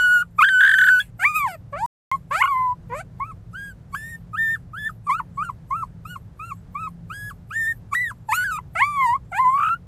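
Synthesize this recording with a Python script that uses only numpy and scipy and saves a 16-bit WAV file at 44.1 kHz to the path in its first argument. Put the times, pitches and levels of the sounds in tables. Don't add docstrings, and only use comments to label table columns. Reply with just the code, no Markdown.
import sys
import numpy as np
from scipy import signal
from scipy.fft import rfft, irfft, next_fast_len
from scipy.io import wavfile
from scipy.ndimage import uniform_filter1d, map_coordinates

SR = 44100
rng = np.random.default_rng(int(sys.argv[2]) if len(sys.argv) > 2 else 0)


def generate_wav(sig):
    pcm = np.round(np.clip(np.atleast_2d(sig).T, -1, 1) * 32767).astype(np.int16)
    wavfile.write(sys.argv[1], SR, pcm)


def ratio_of_db(decibels):
    return 10 ** (np.asarray(decibels, float) / 20)


N = 435266


def catches_and_flips(t):
    # [t/s, swell/dB, pitch jump/share]
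    catches = [(0.446, 1, 0.14), (0.489, 4.5, .15), (0.61, 2, .15), (.625, -8, .12), (0.636, 1, .12),
               (0.65, 3.5, 0.078), (0.665, 1.5, 0.12), (.678, 5, .14), (0.694, 7.5, 0.13), (.716, 6, .15),
               (0.742, 8.5, .15), (.788, 7, .15), (.815, 1, 0.16), (0.842, 0.5, 0.19), (0.871, -2.5, .14),
               (0.889, 4.5, 0.17), (9.582, -9, 0.13), (9.603, -12, 0.28), (9.62, -9, 0.16),
               (9.635, 1.5, 0.14), (9.651, -3, .15), (9.666, -4.5, 0.13), (9.688, -2, 0.17)]
    # [from/s, to/s, pitch factor, level/dB]
    flips = [
        (2.426, 2.438, 1.35, -9),
        (2.457, 2.476, 1.3, -4),
        (.408, .42, .92, -0.5),
        (5.095, 5.108, .93, 3.5),
        (5.155, 5.183, 0.99, -5.5),
        (5.429, 5.448, 1.07, -5.5),
        (8.493, 8.51, 1.06, 0.5),
    ]
    lift_db, bend, strain = np.zeros((3, N))
    for s, swell_db, jump in catches:
        near = slice(int((s - 0.03) * SR), int((s + 0.03) * SR))
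        since = t[near] - s
        bump = np.exp(-0.5 * (since / 0.002) ** 2)
        undershoot = 0.4 * np.exp(-np.abs(since) / 0.008) * (since > 0.003)
        lift_db[near] += swell_db * bump
        bend[near] += jump * (bump - undershoot)
        strain[near] += np.exp(-0.5 * (since / 0.0035) ** 2)
    for start, end, factor, db in flips:
        flipped = (t > start) & (t < end)
        bend += (factor - 1) * flipped
        lift_db += db * flipped
    return lift_db, bend, strain


def cry_course():
    # [t/s, pitch f/Hz, fundamental/dB, second harmonic/dB, nasal treble/dB]
    wails = [
        [(0.0, 1469, -16.5, -31, -44), (0.004, 1475.0, -17, -33.0, -41.5), (0.212, 1434, -14.5, -41, -42.5),
         (0.224, 1502, -24.5, -43.5, -50), (0.23, 1196, -32.5, -56.5, -61)],
        [(0.386, 1148, -24.5, -37.5, -49), (0.392, 1254, -10, -25.5, -51), (0.416, 1134, -14.5, -21, -36.5),
         (0.426, 1262, -10, -13, -33.5), (0.434, 1479, -11, -31, -39.5), (0.472, 1601, -20, -32, -47.5),
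         (0.546, 1496, -14.3, -36, -45), (0.62, 1530, -12, -38, -42.5), (0.676, 1583.0, -15, -39.5, -45),
         (0.682, 1583.0, -16, -38.5, -45.5), (0.762, 1540.0, -17, -36, -44), (0.912, 1499, -12, -44.5, -41.5),
         (0.982, 1475.0, -15.5, -44, -43.8), (0.996, 1511, -19.5, -52.5, -38), (1.004, 1714, -25, -24.5, -43),
         (1.014, 1658.0, -27.5, -31, -43.5)],
        [(1.194, 743.0, -40, -46.5, -59), (1.198, 676, -44.5, -32.5, -50), (1.234, 800.4, -33, -19, -41.5),
         (1.256, 1142, -21.5, -14, -44), (1.296, 1249.0, -23.5, -27, -45.2), (1.334, 1202, -29.5, -35, -50.5),
         (1.362, 1270.0, -21, -20.5, -34), (1.44, 1109.0, -23, -31, -50.5), (1.456, 1037, -16.5, -34, -54),
         (1.486, 765.6, -32, -37, -47), (1.548, 675, -40, -45, -55.5), (1.556, 603.0, -40, -49, -63)],
        [(1.726, 614.0, -40, -57, -66), (1.732, 560.5, -36, -32, -64.5), (1.75, 555, -36, -29.5, -71),
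         (1.792, 765, -33.5, -40, -53.5), (1.848, 965.7, -18.5, -54, -54.5), (1.856, 975, -18, -55, -53.5),
         (1.86, 982, -28.0, -56.0, -44.5)],
        [(2.115, 1024, -23, -34, -45), (2.117, 1037, -18, -25, -54), (2.151, 1101, -21.5, -50, -60.4),
         (2.163, 1037, -34.6, -55, -58)],
        [(2.312, 522.7, -40, -22.5, -54.5), (2.338, 600.4, -38, -24, -44), (2.4, 861.5, -29.5, -27, -42),
         (2.422, 1101, -14, -16.5, -45), (2.448, 1065, -16.5, -27, -46.5), (2.498, 1149, -23.5, -39.5, -54.3),
         (2.53, 1055.0, -17.5, -43, -54), (2.562, 1023.0, -19.5, -37, -60), (2.63, 1012.0, -19, -44.3, -62.5),
         (2.708, 981.6, -22.5, -62, -65.5), (2.728, 1013, -29, -59, -70.5)],
        [(2.895, 530, -50, -62.9, -65), (2.901, 462.8, -39, -40.5, -73), (2.927, 488.4, -35, -28.5, -66),
         (2.991, 656, -37.5, -40.5, -49), (3.013, 766, -36, -36.5, -55), (3.025, 635.0, -51, -71.4, -66)],
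    ]
    whimpers = [
        [(3.2, 861, -36, -61, -61), (3.206, 1051, -25.5, -40.4, -74), (3.232, 1132, -26.5, -39.5, -69),
         (3.272, 1338, -48, -61, -64.0), (3.308, 1280, -37, -57, -66), (3.32, 1070, -40, -59, -64.8)],
        [(3.532, 1256, -50.8, -81, -58), (3.554, 1468, -32, -52.5, -60), (3.584, 1622, -36, -54.8, -54),
         (3.694, 1629, -39, -61, -54.5), (3.722, 1491, -47, -69.1, -63)],
        [(3.926, 1103, -49.5, -60, -59.5), (3.948, 1129, -20.5, -38.5, -47.5), (3.95, 1563, -29, -44, -45.5),
         (3.968, 1718, -33, -60.5, -48.9), (4.108, 1871, -41.5, -61, -47), (4.156, 1789, -37, -67, -55.5)],
        [(4.334, 1233, -35, -64.4, -66), (4.35, 1245, -23.5, -45.5, -60), (4.364, 1432, -37, -50.1, -63.5),
         (4.386, 1803, -22.5, -48.5, -49), (4.53, 1805, -24.5, -54.3, -47.5), (4.552, 1761, -24.7, -50, -51.9),
         (4.566, 1208, -45, -72.5, -60)],
        [(4.736, 1212, -35.5, -65, -65.5), (4.79, 1726, -31.5, -47.3, -54.5), (4.878, 1740, -22.5, -48.5, -52),
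         (4.886, 1740, -37.5, -48, -58), (4.898, 1263, -30, -78.2, -55.9), (4.906, 1267, -41, -74.3, -57)],
        [(5.07, 1131, -28, -55.1, -54), (5.08, 1202, -24, -49.5, -65), (5.11, 1082, -18.5, -28.5, -45.5),
         (5.192, 1482, -30.5, -51, -54), (5.204, 1026, -19.5, -46, -61.5), (5.21, 908, -34, -50, -62)],
        [(5.374, 1048, -37.0, -72, -58), (5.38, 1095, -25.5, -45, -64.4), (5.424, 1240, -21, -44, -58),
         (5.442, 1441, -30, -47, -48), (5.486, 1350, -37.5, -56, -65), (5.5, 1027, -20.5, -51, -64),
         (5.51, 975.7, -51, -65.2, -61.8)],
        [(5.705, 1008, -42, -72, -56), (5.711, 1033, -21.5, -44, -65.5), (5.753, 1221, -24.4, -49, -63),
         (5.767, 1355, -33, -54, -58.5), (5.821, 1324, -35, -62, -59.5), (5.829, 1225, -23, -62, -58),
         (5.839, 1006, -25.5, -57, -68), (5.847, 1107, -48, -69, -61)],
        [(6.05, 1217, -56.5, -72, -64.2), (6.056, 1255, -32.5, -46, -61), (6.074, 1372, -53.9, -54, -55.5),
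         (6.11, 1475, -39, -47.7, -53), (6.154, 1409, -43, -52.3, -61.5), (6.164, 1076, -28.5, -53, -59.4),
         (6.176, 1073, -52, -69, -61)],
        [(6.394, 1169, -44.0, -68, -60), (6.4, 1217, -31, -42.5, -65), (6.462, 1410, -42.5, -52.5, -54),
         (6.502, 1338, -42.5, -47.6, -58.5), (6.522, 1107, -24.5, -46, -60), (6.538, 1098, -57, -75, -60.2)],
        [(6.746, 1087, -47, -66, -61), (6.756, 1121, -24.5, -39, -69), (6.814, 1335, -37, -50, -57.5),
         (6.84, 1272, -30.2, -37, -58.5), (6.868, 1269, -30.5, -47, -63), (6.878, 1050, -27, -56.7, -66),
         (6.89, 1075, -51, -70.0, -60.5)],
        [(7.097, 1177, -53.5, -76, -60), (7.103, 1195, -31, -43, -62), (7.143, 1648, -38.5, -52.5, -48.5),
         (7.291, 1691, -33.5, -63, -50.5), (7.299, 1653, -42, -51, -51), (7.315, 1120, -36, -63.5, -58)],
        [(7.506, 1200, -42.6, -62, -53.6), (7.51, 1199, -32, -39.5, -64.5), (7.536, 1686, -35, -57, -48),
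         (7.562, 1819, -24.5, -58.5, -47.5), (7.652, 1784, -27.5, -52.5, -45.5),
         (7.694, 1859, -21.9, -52, -49.5), (7.722, 1814, -26, -59.1, -46), (7.728, 1671, -38.5, -65.5, -53.5)],
    ]
    howls = [
        [(7.916, 1181, -41, -64.5, -63), (7.934, 1116, -15.5, -28, -43.5), (7.946, 1407, -32.5, -45, -38.5),
         (7.952, 1877, -18.5, -40.3, -35), (7.976, 1951, -20, -45.5, -44), (8.018, 1988, -20, -52, -44.5),
         (8.074, 1842, -28.5, -48.5, -49.5), (8.102, 1637, -34.5, -57.5, -49.5),
         (8.118, 1011, -34.5, -61, -58.5)],
        [(8.289, 926.3, -29, -54, -55), (8.293, 855.4, -23, -39, -52), (8.315, 866.5, -27.5, -29.2, -41.5),
         (8.325, 980, -15, -23.5, -39), (8.335, 1232, -20, -23, -38.5), (8.351, 1363, -27.6, -38, -29),
         (8.381, 1464, -21, -38.5, -39.5), (8.423, 1464, -22, -44.7, -41), (8.439, 1501, -23, -51.1, -39.5),
         (8.447, 1730, -24, -50.8, -44), (8.499, 1411, -25.5, -57.6, -51.5), (8.527, 1288, -27, -47, -40),
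         (8.571, 1200, -25, -37, -44.5), (8.583, 1402, -35.3, -50.5, -62.5), (8.589, 1018, -21.5, -48, -62),
         (8.593, 1007, -35.5, -49, -60)],
        [(8.754, 758, -32, -39.5, -52.5), (8.758, 640, -36.5, -27, -55), (8.792, 757, -30.6, -26.5, -43.5),
         (8.824, 1087, -14, -15, -47.5), (8.854, 1157, -24.5, -30, -45), (8.89, 1183, -24.5, -42, -50.5),
         (8.93, 1171, -29, -41.5, -51.7), (9.032, 1044, -15, -25, -51.5), (9.078, 926, -21, -39, -46),
         (9.1, 944, -17.5, -28, -50.5), (9.126, 966, -17.5, -38, -55), (9.158, 1101, -19, -43.5, -63),
         (9.166, 1216, -30, -60, -62), (9.172, 1061, -35, -60, -70)],
        [(9.32, 786, -31.5, -51.5, -57), (9.33, 698, -35, -31, -62), (9.376, 826, -27.5, -30.5, -44.5),
         (9.396, 1012, -16, -30, -52.5), (9.402, 1030, -14, -40.0, -52), (9.44, 1036, -15.5, -41, -59),
         (9.45, 1007, -17, -37.5, -55.5), (9.5, 1031, -12, -41.5, -55.5), (9.512, 1040, -17, -46, -56),
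         (9.668, 1289, -19.5, -36.5, -51), (9.74, 1374, -23.5, -43, -55.5), (9.752, 1443, -29.5, -52, -66.5)],
    ]
    t = np.arange(N) / SR
    cries = wails + whimpers + howls
    rows = np.concatenate(cries)
    curves = [np.interp(t, rows[:, 0], column) for column in rows[:, 1:].T]

    fades = []
    for cry in cries:
        start, end = cry[0][0], cry[-1][0]
        fades.append(np.minimum(0, np.minimum(4500 * (t - start), 1800 * (end - t))))
    fade_db = np.max(fades, 0)

    edges = np.concatenate([[cry[0][0], cry[-1][0]] for cry in cries])
    inside = np.searchsorted(edges, t) % 2 == 1
    nearest = np.searchsorted((rows[1:, 0] + rows[:-1, 0]) / 2, t)
    curves = [np.where(inside, c, rows[nearest, k + 1]) for k, c in enumerate(curves)]
    pitch, *levels = curves

    lift_db, bend, strain = catches_and_flips(t)
    levels = [uniform_filter1d(level + lift_db, size=90) for level in levels]
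    pitch = uniform_filter1d(pitch * (1 + bend), size=90)
    return pitch, levels, fade_db, strain


def folds(pitch, phase, first_db, second_db, treble_db):
    # [f/Hz, level/dB]
    throat = [(1500, -9.5), (2300, 1), (3000, -9.5), (3900, -10.5), (4600, -1.5), (5500, -13), (7500, -0.5),
              (9000, -5.5), (12000, -12), (15500, -16.5)]
    voice = ratio_of_db(first_db + 0.89 * wobble(41)) * np.sin(phase)
    voice += ratio_of_db(second_db + 1.5 * wobble(50)) * np.sin(2 * phase + 0.59)
    for k in range(3, 15):
        hz = k * pitch
        share = np.clip((hz - 2 * pitch) / np.maximum(4400 - 2 * pitch, 300), 0, 1)
        db = (1 - share) * second_db + share * (treble_db - 5)
        db = db + along(throat, hz) + 3 * wobble(14)
        voice += ratio_of_db(db) * np.sin(k * phase + rng.uniform(0, 2 * np.pi)) * (hz < 15500)
    return voice


def nasal_breath(phase):
    # [f/Hz, density/dB per Hz]
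    breath = [(800, -27.5), (2500, -1.5), (4500, -23), (6000, -19), (7500, -1.5), (10000, -6.5),
              (12500, 2.5), (15000, -18), (16000, -39)]
    air = noise(lambda f: ratio_of_db(along(breath, f)))
    return patchy(air, depth_db=7) * (1 + 0.48 * np.sin(phase))


def catch_rasp(phase, first_db, strain):
    flutter = noise(lambda f: 1 / (1 + (f / 450) ** 4)) * strain
    return flutter * (ratio_of_db(first_db - 12) * np.sin(phase + 1) + ratio_of_db(first_db - 16.5) * np.sin(2 * phase))


def puppy():
    pitch, (first_db, second_db, treble_db), fade_db, strain = cry_course()
    slack = np.clip((1000 - pitch) / 400, 0, 1)
    pitch = pitch * (1 + 0.0078 * wobble(45) + (0.0028 + 0.022 * slack) * wobble(500))
    phase = 2 * np.pi * np.cumsum(pitch) / SR
    voice = folds(pitch, phase, first_db, second_db, treble_db)
    rasp = catch_rasp(phase, first_db, strain)
    breath_level = ratio_of_db(treble_db - 5 + 0.12 * fade_db)
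    return ratio_of_db(fade_db) * (np.sqrt(2) * voice + rasp) + breath_level * nasal_breath(phase)


def room(x):
    t = np.arange(SR // 5) / SR
    tail = rng.standard_normal(len(t)) * ratio_of_db(-60 * t / 0.06) * (t > 0.002)
    return signal.fftconvolve(x, tail / np.linalg.norm(tail))[:N]


def fan():
    # [f/Hz, density/dB per Hz]
    room_tone = [(12, -46), (20, -17), (110, -5), (146, -7), (177, -11), (198, -15.5), (310, -26),
                 (499, -29), (759, -33), (976, -36.5), (1660, -41), (2460, -48.5), (8180, -57),
                 (14700, -65), (16000, -78)]
    # [f/Hz, level/dB, width/Hz]
    hum_lines = [(50, -52, 6.5), (109, -48, 8), (170.8, -49, 2.4)]
    sound = ratio_of_db(-43.5 + 0.76 * wobble(9.3)) * noise(lambda f: ratio_of_db(along(room_tone, f)))
    for hz, db, width in hum_lines:
        sound = sound + ratio_of_db(db) * noise(lambda f: 1 / (1 + ((f - hz) / width) ** 2))
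    return sound


def along(points, hz):
    f, v = np.transpose(points)
    return np.interp(np.log(hz + 1), np.log(f + 1), v)


def unit(x):
    return x / np.sqrt(np.mean(x ** 2) + 1e-20)


def noise(gain):
    m = next_fast_len(N)
    spectrum = rfft(rng.standard_normal(m)) * gain(np.fft.rfftfreq(m, 1 / SR))
    return unit(irfft(spectrum, m)[:N])


def wobble(rate):
    knots = rng.standard_normal(int(N * rate / SR) + 4)
    return map_coordinates(knots, [np.arange(N) * rate / SR])


def patchy(x, depth_db):
    z = signal.stft(x, nperseg=256)[2]
    field = uniform_filter1d(rng.standard_normal(z.shape), size=3, axis=0)
    field = uniform_filter1d(field, size=30, axis=1)
    return unit(signal.istft(z * ratio_of_db(depth_db * unit(field)), nperseg=256)[1][:N])


def scene():
    cry = puppy()
    power = uniform_filter1d(np.pad(cry, (0, 3000))[:N] ** 2, size=12000)
    loud = np.sqrt(np.abs(power))
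    duck = 1 / (1 + (loud / ratio_of_db(-15.5)) ** 1.8)
    return (cry + ratio_of_db(-13) * room(cry) + duck * fan())[None]


def low_pass(x):
    return signal.sosfilt(signal.butter(12, 16490, fs=SR, output="sos"), x)


def record(dry):
    # [from/s, to/s]
    dropout = (1.862, 2.115)
    t = np.arange(N) / SR
    heard = (t < dropout[0]) | (t > dropout[1])
    return low_pass(dry * heard)


dry = scene()
out = record(dry)
generate_wav(out)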